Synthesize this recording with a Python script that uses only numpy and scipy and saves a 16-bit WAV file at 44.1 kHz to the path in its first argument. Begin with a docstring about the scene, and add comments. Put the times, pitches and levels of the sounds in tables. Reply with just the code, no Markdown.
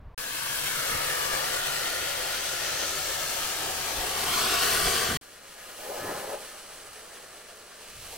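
"""A pressure washer rinses a car outdoors, heard through a stereo microphone. Hard cuts join a moment of
wind, the jet close up on a wheel, and the jet farther off on the roof, briefly drumming on the rear window.
The nozzle hisses, droplets splash and drum, and wheel well and panels resonate. Echoes off wet ground and
bodywork comb the hiss as the lance moves; the piston pump hums and wind nudges the microphone."""
import sys
import numpy as np
from scipy import signal
from scipy.fft import rfft, irfft
from scipy.io import wavfile
from scipy.ndimage import uniform_filter1d

SR = 44100
rng = np.random.default_rng(int(sys.argv[2]) if len(sys.argv) > 2 else 0)


def transcribe(signal):
    """Save signal, clipped to [-1, 1], as a 16-bit WAV file at the path in sys.argv[1]."""
    frames = np.atleast_2d(signal).T
    limited = np.clip(frames, -1, 1)
    pcm = np.round(limited * 32767).astype(np.int16)
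    wavfile.write(sys.argv[1], SR, pcm)


N = 360297
TIME = np.arange(N) / SR
HZ, FRAME_S, _ = signal.stft(TIME, SR, nperseg=1024, noverlap=768)

# aim at the wheel [t/s, depth (0 on the face, 1 deep in the well), bodywork echo delay/ms, its share]
AIM = [(.2, 0, 1.95, .13), (.6, .02, 1.95, .12), (1.8, .61, 1.68, .13), (2.7, .615, 1.58, .06),
       (3.2, .77, 1.48, .06), (3.9, .89, 1.3, .13), (4.15, .93, 1.12, .15), (4.32, .98, 1.01, .34),
       (4.45, 1.03, .92, .3), (4.58, 1, .79, .2), (4.8, .93, .69, .2), (5.15, .94, .7, .26)]


def gain_of(db):
    return 10 ** (np.asarray(db) / 20)


def unit_rms(x):
    return x / np.sqrt(np.mean(x ** 2) + 1e-20)


def over_hz(points):
    """A spectrum table as a column over the frequency bins."""
    hz, value = np.transpose(points)
    return np.interp(np.log(HZ + 1), np.log(hz), value)[:, None]


def over_time(rows):
    """Each column of a curve table over the frames."""
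    s, *columns = np.transpose(rows)
    return [np.interp(FRAME_S, s, column) for column in columns]


def to_spectra(x):
    return signal.stft(x, nperseg=1024, noverlap=768)[2]


def to_sound(z):
    return signal.istft(z, nperseg=1024, noverlap=768)[1][..., :N]


def colour(points, lo_hz=0, hi_hz=SR):
    """Gains that give white noise an rms of 1 within a band."""
    gain = gain_of(over_hz(points))
    return gain / np.sqrt(np.mean(gain[:, 0] ** 2 * ((HZ >= lo_hz) & (HZ <= hi_hz))))


def slow_noise(edge_hz):
    """Noise of rms 1 that dies away above edge_hz."""
    hz = np.fft.rfftfreq(N, 1 / SR)
    return unit_rms(irfft(rfft(rng.standard_normal(N)) / np.sqrt(1 + (hz / edge_hz) ** 6), N))


def bump(hz, width_hz):
    """Bell-shaped weight around a steady or moving frequency."""
    return np.exp(-((HZ[:, None] - hz) / width_hz) ** 2 / 2)


def swell(s, half_s):
    """A smooth rise and fall around the moment s."""
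    return np.exp(-((FRAME_S - s) / half_s) ** 2)


def modes_db(modes):
    """Lift of steady resonances; negative dB is a hollow between them."""
    return sum(db * bump(hz, width_hz) for hz, width_hz, db in modes)


def between(start_s, end_s):
    """1 between two hard cuts, 0 outside."""
    return uniform_filter1d(1. * ((TIME >= start_s) & (TIME < end_s)), size=6)


def echo(delay_ms, share, blur_hz):
    """One reflection; the spray is a wide patch, so its treble comes back smeared."""
    hz, delay_s = HZ[:, None], np.array(delay_ms)[:, None] / 1000
    return share / np.sqrt(1 + (hz / blur_hz) ** 2) * np.exp(-2j * np.pi * hz * delay_s)


def comb(*echoes):
    """Direct sound plus reflections, at unchanged mean power."""
    return (1 + sum(echoes)) / np.sqrt(1 + sum(abs(e) ** 2 for e in echoes))


def open_air(level_db=-52):
    """Dull outdoor background while the trigger is released."""
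    # ambience of the yard [f/Hz, level/dB]
    spectrum = [(30, 7.5), (150, -5), (300, -11), (1000, -9), (2000, -21), (4500, -35), (8000, -48),
                (16000, -45)]
    return gain_of(level_db) * to_sound(to_spectra(rng.standard_normal(N)) * colour(spectrum))


def wind():
    """Short low buffets on the microphone."""
    # puffs of wind [t/s, half length/s, level/dB, upper edge/Hz]
    gusts = [(.05, .09, -40, 75), (.95, .026, -35, 150), (3.99, .013, -36, 90), (4.86, .03, -34.5, 150),
             (5.13, .05, -33.5, 260), (6.9, .04, -62, 180), (8.02, .11, -53, 100)]
    buffets = sum(gain_of(db) * np.exp(-((TIME - s) / half_s) ** 2) * slow_noise(hz)
                  for s, half_s, db, hz in gusts)
    return signal.sosfilt(signal.butter(2, 15, "high", fs=SR, output="sos"), buffets)


def droplets(turns, drops_per_s, drop_db, sputter_db, throb):
    """Two streams of countless tiny impacts and a few big drops, pulsing with the pump's pistons."""
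    big_drops = (rng.random((2, N)) < drops_per_s / SR) * rng.standard_normal((2, N))
    streams = rng.standard_normal((2, N)) + gain_of(drop_db) * big_drops
    pressure = 1 + throb * (np.cos(2 * np.pi * turns) + 0.24 * np.cos(8 * np.pi * turns))
    sputter = gain_of(sputter_db * (slow_noise(92) + 1.2 * slow_noise(11)))
    return to_spectra(unit_rms(streams * pressure * sputter))


def jet(strength, hiss, splash, drum, hiss_db, splash_db, drum_db, patchy_db, mist_hz):
    """Nozzle hiss, splash and drumming follow the jet's strength; a square strike lifts the last two."""
    # hits on a panel, grazing where negative [t/s, half length/s, extra splash/dB, extra drumming/dB]
    strikes = [(0.886, 0.14, 1.5, 2.5), (1.298, 0.28, 3, 4.5), (1.935, 0.18, 0, 2), (2.85, 0.5, -3, -1.5),
               (3.99, 0.13, -1, 1.5), (4.733, 0.084, 2.5, 2.5), (5.12, 0.059, 2, 4), (5.79, 0.031, -5, 3),
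               (5.914, 0.072, -2, 11), (6.093, 0.098, 7.5, 12.5), (6.236, 0.054, 2, 7),
               (6.33, 0.058, 2, 14.5), (7.237, 0.25, 0.5, 3), (7.973, 0.12, -3.5, -5),
               (8.152, 0.06, -10, 4)]
    level_db, mist_db = over_time(strength)
    top_db = (mist_db - mist_db.mean()) * over_hz([(mist_hz[0], 0), (mist_hz[1], 1)])  # mist is bright
    more_splash, more_drum = sum(np.outer(extra_db, swell(s, half_s)) for s, half_s, *extra_db in strikes)
    parts = [colour(hiss, 2500, 7000) * gain_of(hiss_db + top_db),
             colour(splash) * gain_of(splash_db + more_splash),
             colour(drum) * gain_of(drum_db + more_drum)]
    patch = np.outer(np.hanning(14), np.hanning(22))  # bins by frames
    flicker = unit_rms(signal.fftconvolve(rng.standard_normal(top_db.shape), patch, "same"))
    return np.sqrt(sum(part ** 2 for part in parts)) * gain_of(level_db + patchy_db * flicker)


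def microphone(streams, likeness, balance, bearing):
    """The spray reaches two coloured ports, one a little before the other, and only partly alike."""
    # the microphone's widening of the stereo image [f/Hz, factor]
    widening = [(100, 15), (300, 12), (600, 8), (800, 13), (930, 26), (1060, 10), (1170, 5), (1240, 1.2),
                (2000, .8), (3000, 1.2), (5000, 1)]
    # resonances of its ports [f/Hz, width/Hz, level/dB]
    port_modes = [(1050, 214, 0.5), (1200, 178, 3.5), (1700, 60, 2.2), (2230, 490, 0.5), (3020, 370, 3.5),
                  (3650, 300, 0.5), (4330, 274, 3), (6280, 810, 1), (7040, 370, -2), (7800, 350, 2),
                  (8600, 250, 0), (9370, 280, 3.5), (10840, 200, 2.5)]
    drum_ms, hiss_ms, pan_db, focus = over_time(bearing)
    treble = over_hz([(1000, 0), (2000, 1)])
    lead_ms = drum_ms + (hiss_ms - drum_ms) * treble
    half_phase = np.pi * HZ[:, None] * lead_ms / 1000
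    turn = np.exp(1j * np.arctan2(over_hz(widening) * np.sin(half_phase), np.cos(half_phase)))
    alike = np.clip(over_hz(likeness) + focus * treble, 0, 1)
    common, apart = np.sqrt((1 + alike) / 2) * streams[0], np.sqrt((1 - alike) / 2) * streams[1]
    lean = gain_of((over_hz(balance) + pan_db) * over_hz([(60, 0.15), (200, 0.73)]))  # bass stays central
    pair = np.array([(common + apart) * turn * lean, (common - apart) / turn])
    return pair * gain_of(modes_db(port_modes)) * np.sqrt(2 / (1 + lean ** 2))


def with_aim(face, deep, bend=1):
    """A value that glides as the jet moves from the face of the wheel into the well."""
    return face + (deep - face) * over_time(AIM)[0] ** abs(bend)


def spokes(count=4):
    """Brief bright echoes off the spokes; they come and go and glide, so the hiss swishes."""
    glints = []
    for delay_ms, glide_ms, phase in rng.uniform([.8, -.5, 0], [3.5, .5, 1], (count, 3)):
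        facing = np.sin(2 * np.pi * (FRAME_S / delay_ms + phase))
        glints.append(echo([delay_ms + glide_ms * np.sin(FRAME_S)], share=.09 * facing, blur_hz=9000))
    return sum(glints) * over_hz([(1200, 0), (2400, 1)])


def wheel_rings():
    """The wheel well hoots and the rim rings; brief bands of brighter hiss glide, the rising ones with the
    phasing sweep as the bodywork echo shortens."""
    # modes of wheel and well [face f/Hz, deep f/Hz, bend of glide, width/Hz, face level/dB, deep level/dB]
    rings = [(300, 426, 1, 108, 0, -4), (398, 254, 2.7, 36, 5, 1.5), (710, 680, 1.9, 76, -7, 3.6),
             (1106, 406, 1.05, 112, 4.5, 5), (1380, 960, 0.31, 38, -8, -1.5), (1540, 1290, 1.3, 50, 3, 2.5)]
    # brief gliding bands of brighter hiss; the rising ones follow the phasing sweep as the bodywork echo
    # shortens [t/s, half length/s, f/Hz, glide/(Hz/s), width/Hz, level/dB]
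    bright_bands = [(0.21, 0.28, 850, 0, 110, 1), (0.65, 0.57, 1700, -30, 67, 1), (.75, 0.88, 600, -70, 42, 2.5),
                    (0.95, 0.25, 1255, -200, 40, 3.5), (0.6, 0.4, 2600, 0, 300, 1.5),
                    (0.94, 0.22, 2170, -400, 70, 6.5), (1.06, 0.11, 2800, 0, 450, 1.5),
                    (1.86, 0.19, 2000, 0, 160, 3.5), (2.4, .55, 2100, 0, 120, 3),
                    (2.8, 0.71, 1320, -125, 43, 2.5), (2.9, 0.64, 608, 0, 31, 7), (4.1, 1, 880, -130, 90, 5),
                    (2.45, .4, 6370, 0, 110, 2.5), (2.6, 0.17, 5800, -0.5, 130, 2),
                    (2.78, .16, 5800, 0, 770, 2.5), (3.3, 0.55, 6800, 0, 1200, 3),
                    (3.2, .4, 14500, 0, 1500, 2.5), (4.06, 0.21, 560, 0, 27, 9), (3.93, .14, 5000, 0, 1100, 1.5),
                    (4.39, 0.22, 1020, -200, 31, 3.5), (4.33, 0.056, 3260, 1494, 100, 6.5),
                    (4.36, 0.091, 4160, 1600, 150, 4), (4.53, 0.12, 5250, 2200, 140, 6.5),
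                    (4.56, .12, 3620, 1900, 130, 4), (4.52, .11, 2680, 1400, 90, 4),
                    (4.56, .17, 1820, 600, 77, 4.5), (4.65, .09, 4430, 0, 150, 5),
                    (4.88, 0.15, 4750, -900, 150, 3.5), (4.6, .11, 7950, 2500, 250, 1),
                    (4.86, .13, 8700, 0, 550, 3.5)]
    # the arch, ringing once the jet reaches into it [f/Hz, width/Hz, level/dB]
    arch_modes = [(320, 62, -4), (463, 20, 7), (540, 33, -10), (810, 90, -4.5), (1075, 54, 9),
                  (1770, 69, -7)]
    ring_db = sum(with_aim(face_db, deep_db, bend) * bump(with_aim(face_hz, deep_hz, bend), width_hz)
                  for face_hz, deep_hz, bend, width_hz, face_db, deep_db in rings)
    band_db = sum(db * swell(s, half_s) * bump(hz + glide * (FRAME_S - s), width_hz)
                    for s, half_s, hz, glide, width_hz, db in bright_bands)
    return gain_of(ring_db + band_db + modes_db(arch_modes) * swell(s=4.81, half_s=0.42))


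def yard(x, count=9, share=.13):
    """Adds faint dull echoes off the car and the walls around, their paths drifting as the lance moves."""
    dull = signal.sosfilt(signal.butter(1, 2200, fs=SR, output="sos"), x)
    delays_s, echoes = np.geomspace(.004, .03, count), np.zeros_like(x)
    for delay_s, (place, drift, sign) in zip(delays_s, rng.uniform(-1, 1, (count, 3))):
        earlier = TIME - delay_s * (1 + .1 * place) - .0004 * drift * TIME
        echoes += np.sign(sign) * share * np.array([np.interp(earlier, TIME, side) for side in dull])
    return x + echoes


def wheel_spray(turns):
    """The jet on rim and tyre, close to the microphone; moving echoes give it a slow phasing sweep."""
    # jet strength as the lance nears and leaves [t/s, level/dB, relative fine mist/dB]
    strength = [(0.18, -41.5, -4.5), (0.6, -36, -4.5), (1.11, -35.5, -5.5), (2.14, -36, -7.5),
                (2.85, -35.5, -9.5), (2.99, -36, -7), (3.76, -38, -6), (4.17, -36, -6), (4.33, -32.5, -6),
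                (4.54, -31.5, -8), (4.69, -31.5, -5), (5.0, -31.5, -8.5), (5.17, -36.5, -8)]
    # spectra of nozzle hiss, splash and drumming [f/Hz, level/dB]
    hiss = [(30, -1.5), (85, -7), (125, -1), (200, -3.5), (265, -14), (900, -11.5), (2300, 0), (3200, 0.5),
            (5000, 0.5), (7000, -1), (9500, -3.5), (12000, -3.5), (14000, -6.5), (16000, -6)]
    splash = [(600, -42), (950, -2), (1200, -4.5), (1450, -2.5), (1800, -0.5), (2200, -10), (3000, -33.5)]
    drum = [(120, -22), (270, -3), (380, 0.5), (520, 1.5), (750, 5), (950, -2), (1400, -37)]
    # stereo image [f/Hz, left-right likeness] and [f/Hz, leftward lean/dB]
    likeness = [(60, .99), (200, .97), (400, .95), (650, .9), (850, .8), (960, .88), (1150, .72),
                (1350, .9), (2000, .72), (2800, .6), (3500, .3), (4400, .35), (6000, .2), (16000, .2)]
    balance = [(60, -1), (92, -1.5), (140, -1), (210, 2), (330, 2.5), (500, 4), (770, 3), (1170, 5),
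               (1790, -0.5), (2740, 4.5), (4190, 2.5), (6410, 6), (9810, 9), (15000, 0)]
    # jet's bearing to the left [t/s, drumming lead/ms, hiss lead/ms, lean/dB, extra treble likeness]
    bearing = [(.2, .066, .08, .2, -.1), (1.2, .068, .075, .2, -.15), (2.1, .054, .038, -.3, -.1),
               (3, .039, .022, -.3, -.1), (3.8, .026, .035, -.5, -.25), (4.15, .02, -.01, -1.3, -.15),
               (4.37, .02, -.022, -2.2, .15), (4.65, .035, .008, -1.1, .15), (5.1, .032, .005, -1.3, .15)]
    water = droplets(turns, drops_per_s=600, drop_db=5.0, sputter_db=0.34, throb=0.01)
    shape = jet(strength, hiss, splash, drum, hiss_db=0.18, splash_db=-4.0, drum_db=-5.0,
                patchy_db=1.0, mist_hz=(5500, 10000))
    ground_ms = np.outer([1, 1.058], with_aim(face=1.2, deep=2.65))  # a longer way to the right port
    _, body_ms, body_share = over_time(AIM)
    curvature = np.exp(1j * np.radians(75))  # curved bodywork shifts its echo's phase
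    off_ground = echo(ground_ms, share=.46, blur_hz=1900)
    off_body = echo([body_ms], share=body_share, blur_hz=6000) * curvature
    off_both = echo(ground_ms + body_ms, share=0.069, blur_hz=2200)
    paths = comb(off_ground, off_body, off_both, spokes())
    spray = microphone(water, likeness, balance, bearing) * shape
    return yard(to_sound(spray * wheel_rings() * paths))


def pump(turns):
    """Hum of the piston pump, each order wavering by itself."""
    # harmonics of the hum [multiple of the piston rate, level/dB]
    orders = [(1, 0), (2, -3.7), (3, -7), (4, -15), (5, -11)]
    wavers_db = [1.5 * slow_noise(5) for _ in orders]
    hum = sum(gain_of(db + waver_db) * np.sin(2 * np.pi * (order * turns + rng.random()))
              for (order, db), waver_db in zip(orders, wavers_db))
    return np.sqrt(2) * hum


def roof_spray(turns):
    """The jet farther off, fanning over roof and rear window; it fizzes brightly as it skims the roof."""
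    # jet strength [t/s, level/dB, relative fine mist/dB]
    strength = [(5.22, -54, -2.5), (5.45, -52.5, -4.5), (5.9, -44.5, 0.5), (6.2, -44, -0.5),
                (6.55, -48.5, -4.5), (7.15, -51, -5), (7.72, -52.5, -6), (8.16, -45, -1)]
    # spectra of nozzle hiss, splash and drumming [f/Hz, level/dB]
    hiss = [(25, 8.5), (55, -8), (190, -5.5), (260, -1.5), (900, -14), (2300, 0.5), (3200, -2),
            (5000, -0.5), (7000, -1), (9500, -1.5), (12000, -4), (14000, -7), (16000, -6)]
    splash = [(600, -26), (950, -5), (1200, 0), (1450, -1.5), (1800, -0.5), (2200, -10), (3000, -20.5)]
    drum = [(120, -31), (270, -14.5), (380, -4), (520, 0), (750, -1.5), (950, -6), (1400, -33)]
    # stereo image [f/Hz, left-right likeness] and [f/Hz, leftward lean/dB]
    likeness = [(60, 0.99), (92, 0.92), (140, 0.99), (210, 0.89), (330, 0.99), (500, 0.81), (770, 0.88),
                (1170, 0.85), (1790, 0.98), (2740, 0.79), (4190, 0.37), (6410, 0.34), (9810, 0.095),
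                (15000, -0.38)]
    balance = [(60, 0.0), (99, 2), (160, 1), (270, 3), (450, 3.5), (740, 4.5), (1220, 4), (2010, 2.5),
               (3330, 4), (5500, -0.5), (9080, 0), (15000, -1)]
    # jet's bearing to the left [t/s, drumming lead/ms, hiss lead/ms, lean/dB, extra treble likeness]
    bearing = [(5.4, -.027, -.03, -.8, 0), (6.1, -.014, -.03, -2, .05), (7.2, -.018, -.026, -2.1, 0),
               (8.1, -.008, -.022, -2.4, .05)]
    # echo by the roof [t/s, delay/ms]
    echo_delay = [(5.2, 2.1), (7, 2.1), (8.2, 1.87)]
    # modes of roof and rear window [f/Hz, width/Hz, level/dB]
    panel_modes = [(220, 29, 5), (494, 28, 3), (700, 40, 2), (1100, 50, -1), (1680, 70, 1.5),
                   (2640, 110, -1), (2900, 77, 2), (3680, 110, -1.5), (3970, 72, 2)]
    water = droplets(turns, drops_per_s=370, drop_db=3.0, sputter_db=0.5, throb=.02)
    shape = jet(strength, hiss, splash, drum, hiss_db=-2.5, splash_db=-5.0, drum_db=-5.0,
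                patchy_db=0.5, mist_hz=(9000, 12500))
    skim_db = np.interp(FRAME_S, [6, 6.6, 7.2, 7.8], [0, 2.5, 2.5, 0])
    fizz = gain_of(skim_db * (bump(8000, width_hz=320) + bump(9400, width_hz=320)))
    paths = comb(echo(over_time(echo_delay), share=0.055, blur_hz=3500))
    spray = microphone(water, likeness, balance, bearing) * shape
    return yard(to_sound(spray * fizz * gain_of(modes_db(panel_modes)) * paths))


def tailgate(peak_s=6.045, level_db=-39, attack_s=0.036, fade_db_per_s=105, rough_db=2):
    """The hollow panel booms unevenly as the jet hits it square on, and fades as the jet moves off."""
    # boom of the panel [f/Hz, level/dB]
    spectrum = [(40, -16), (70, -5), (100, -12), (125, 1), (155, 4.5), (210, -3), (380, -3), (600, -14),
                (1500, -40)]
    boom = to_sound(to_spectra(rng.standard_normal(N)) * colour(spectrum))
    attack = np.exp(-(np.minimum(TIME - peak_s, 0) / attack_s) ** 2)
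    fade_db = fade_db_per_s * np.maximum(TIME - peak_s, 0)
    return boom * attack * gain_of(level_db - fade_db + rough_db * slow_noise(35))


def scene(piston_hz=73.5):
    """A lull, close by the wheel, then back from the roof; the pistons drive both hum and jet throb."""
    turns = np.cumsum(piston_hz * (1 + 0.0026 * slow_noise(2.4))) / SR
    hum, buffets = pump(turns), wind()
    lull = open_air() + buffets
    at_wheel = wheel_spray(turns) + hum * gain_of(-67 + 3.15 * TIME) + buffets  # the hum swells
    at_roof = roof_spray(turns) + tailgate() + hum * gain_of(-73) + buffets
    return between(0, .146) * lull + between(.178, 5.171) * at_wheel + between(5.212, 8.2) * at_roof


def record(dry, edge_hz=15850):
    """The recorder's steep band limit."""
    lowpass = signal.firwin(601, edge_hz, window=("kaiser", 8), fs=SR)
    return signal.oaconvolve(dry, lowpass[None], "same")


dry = scene()
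out = record(dry)
transcribe(out)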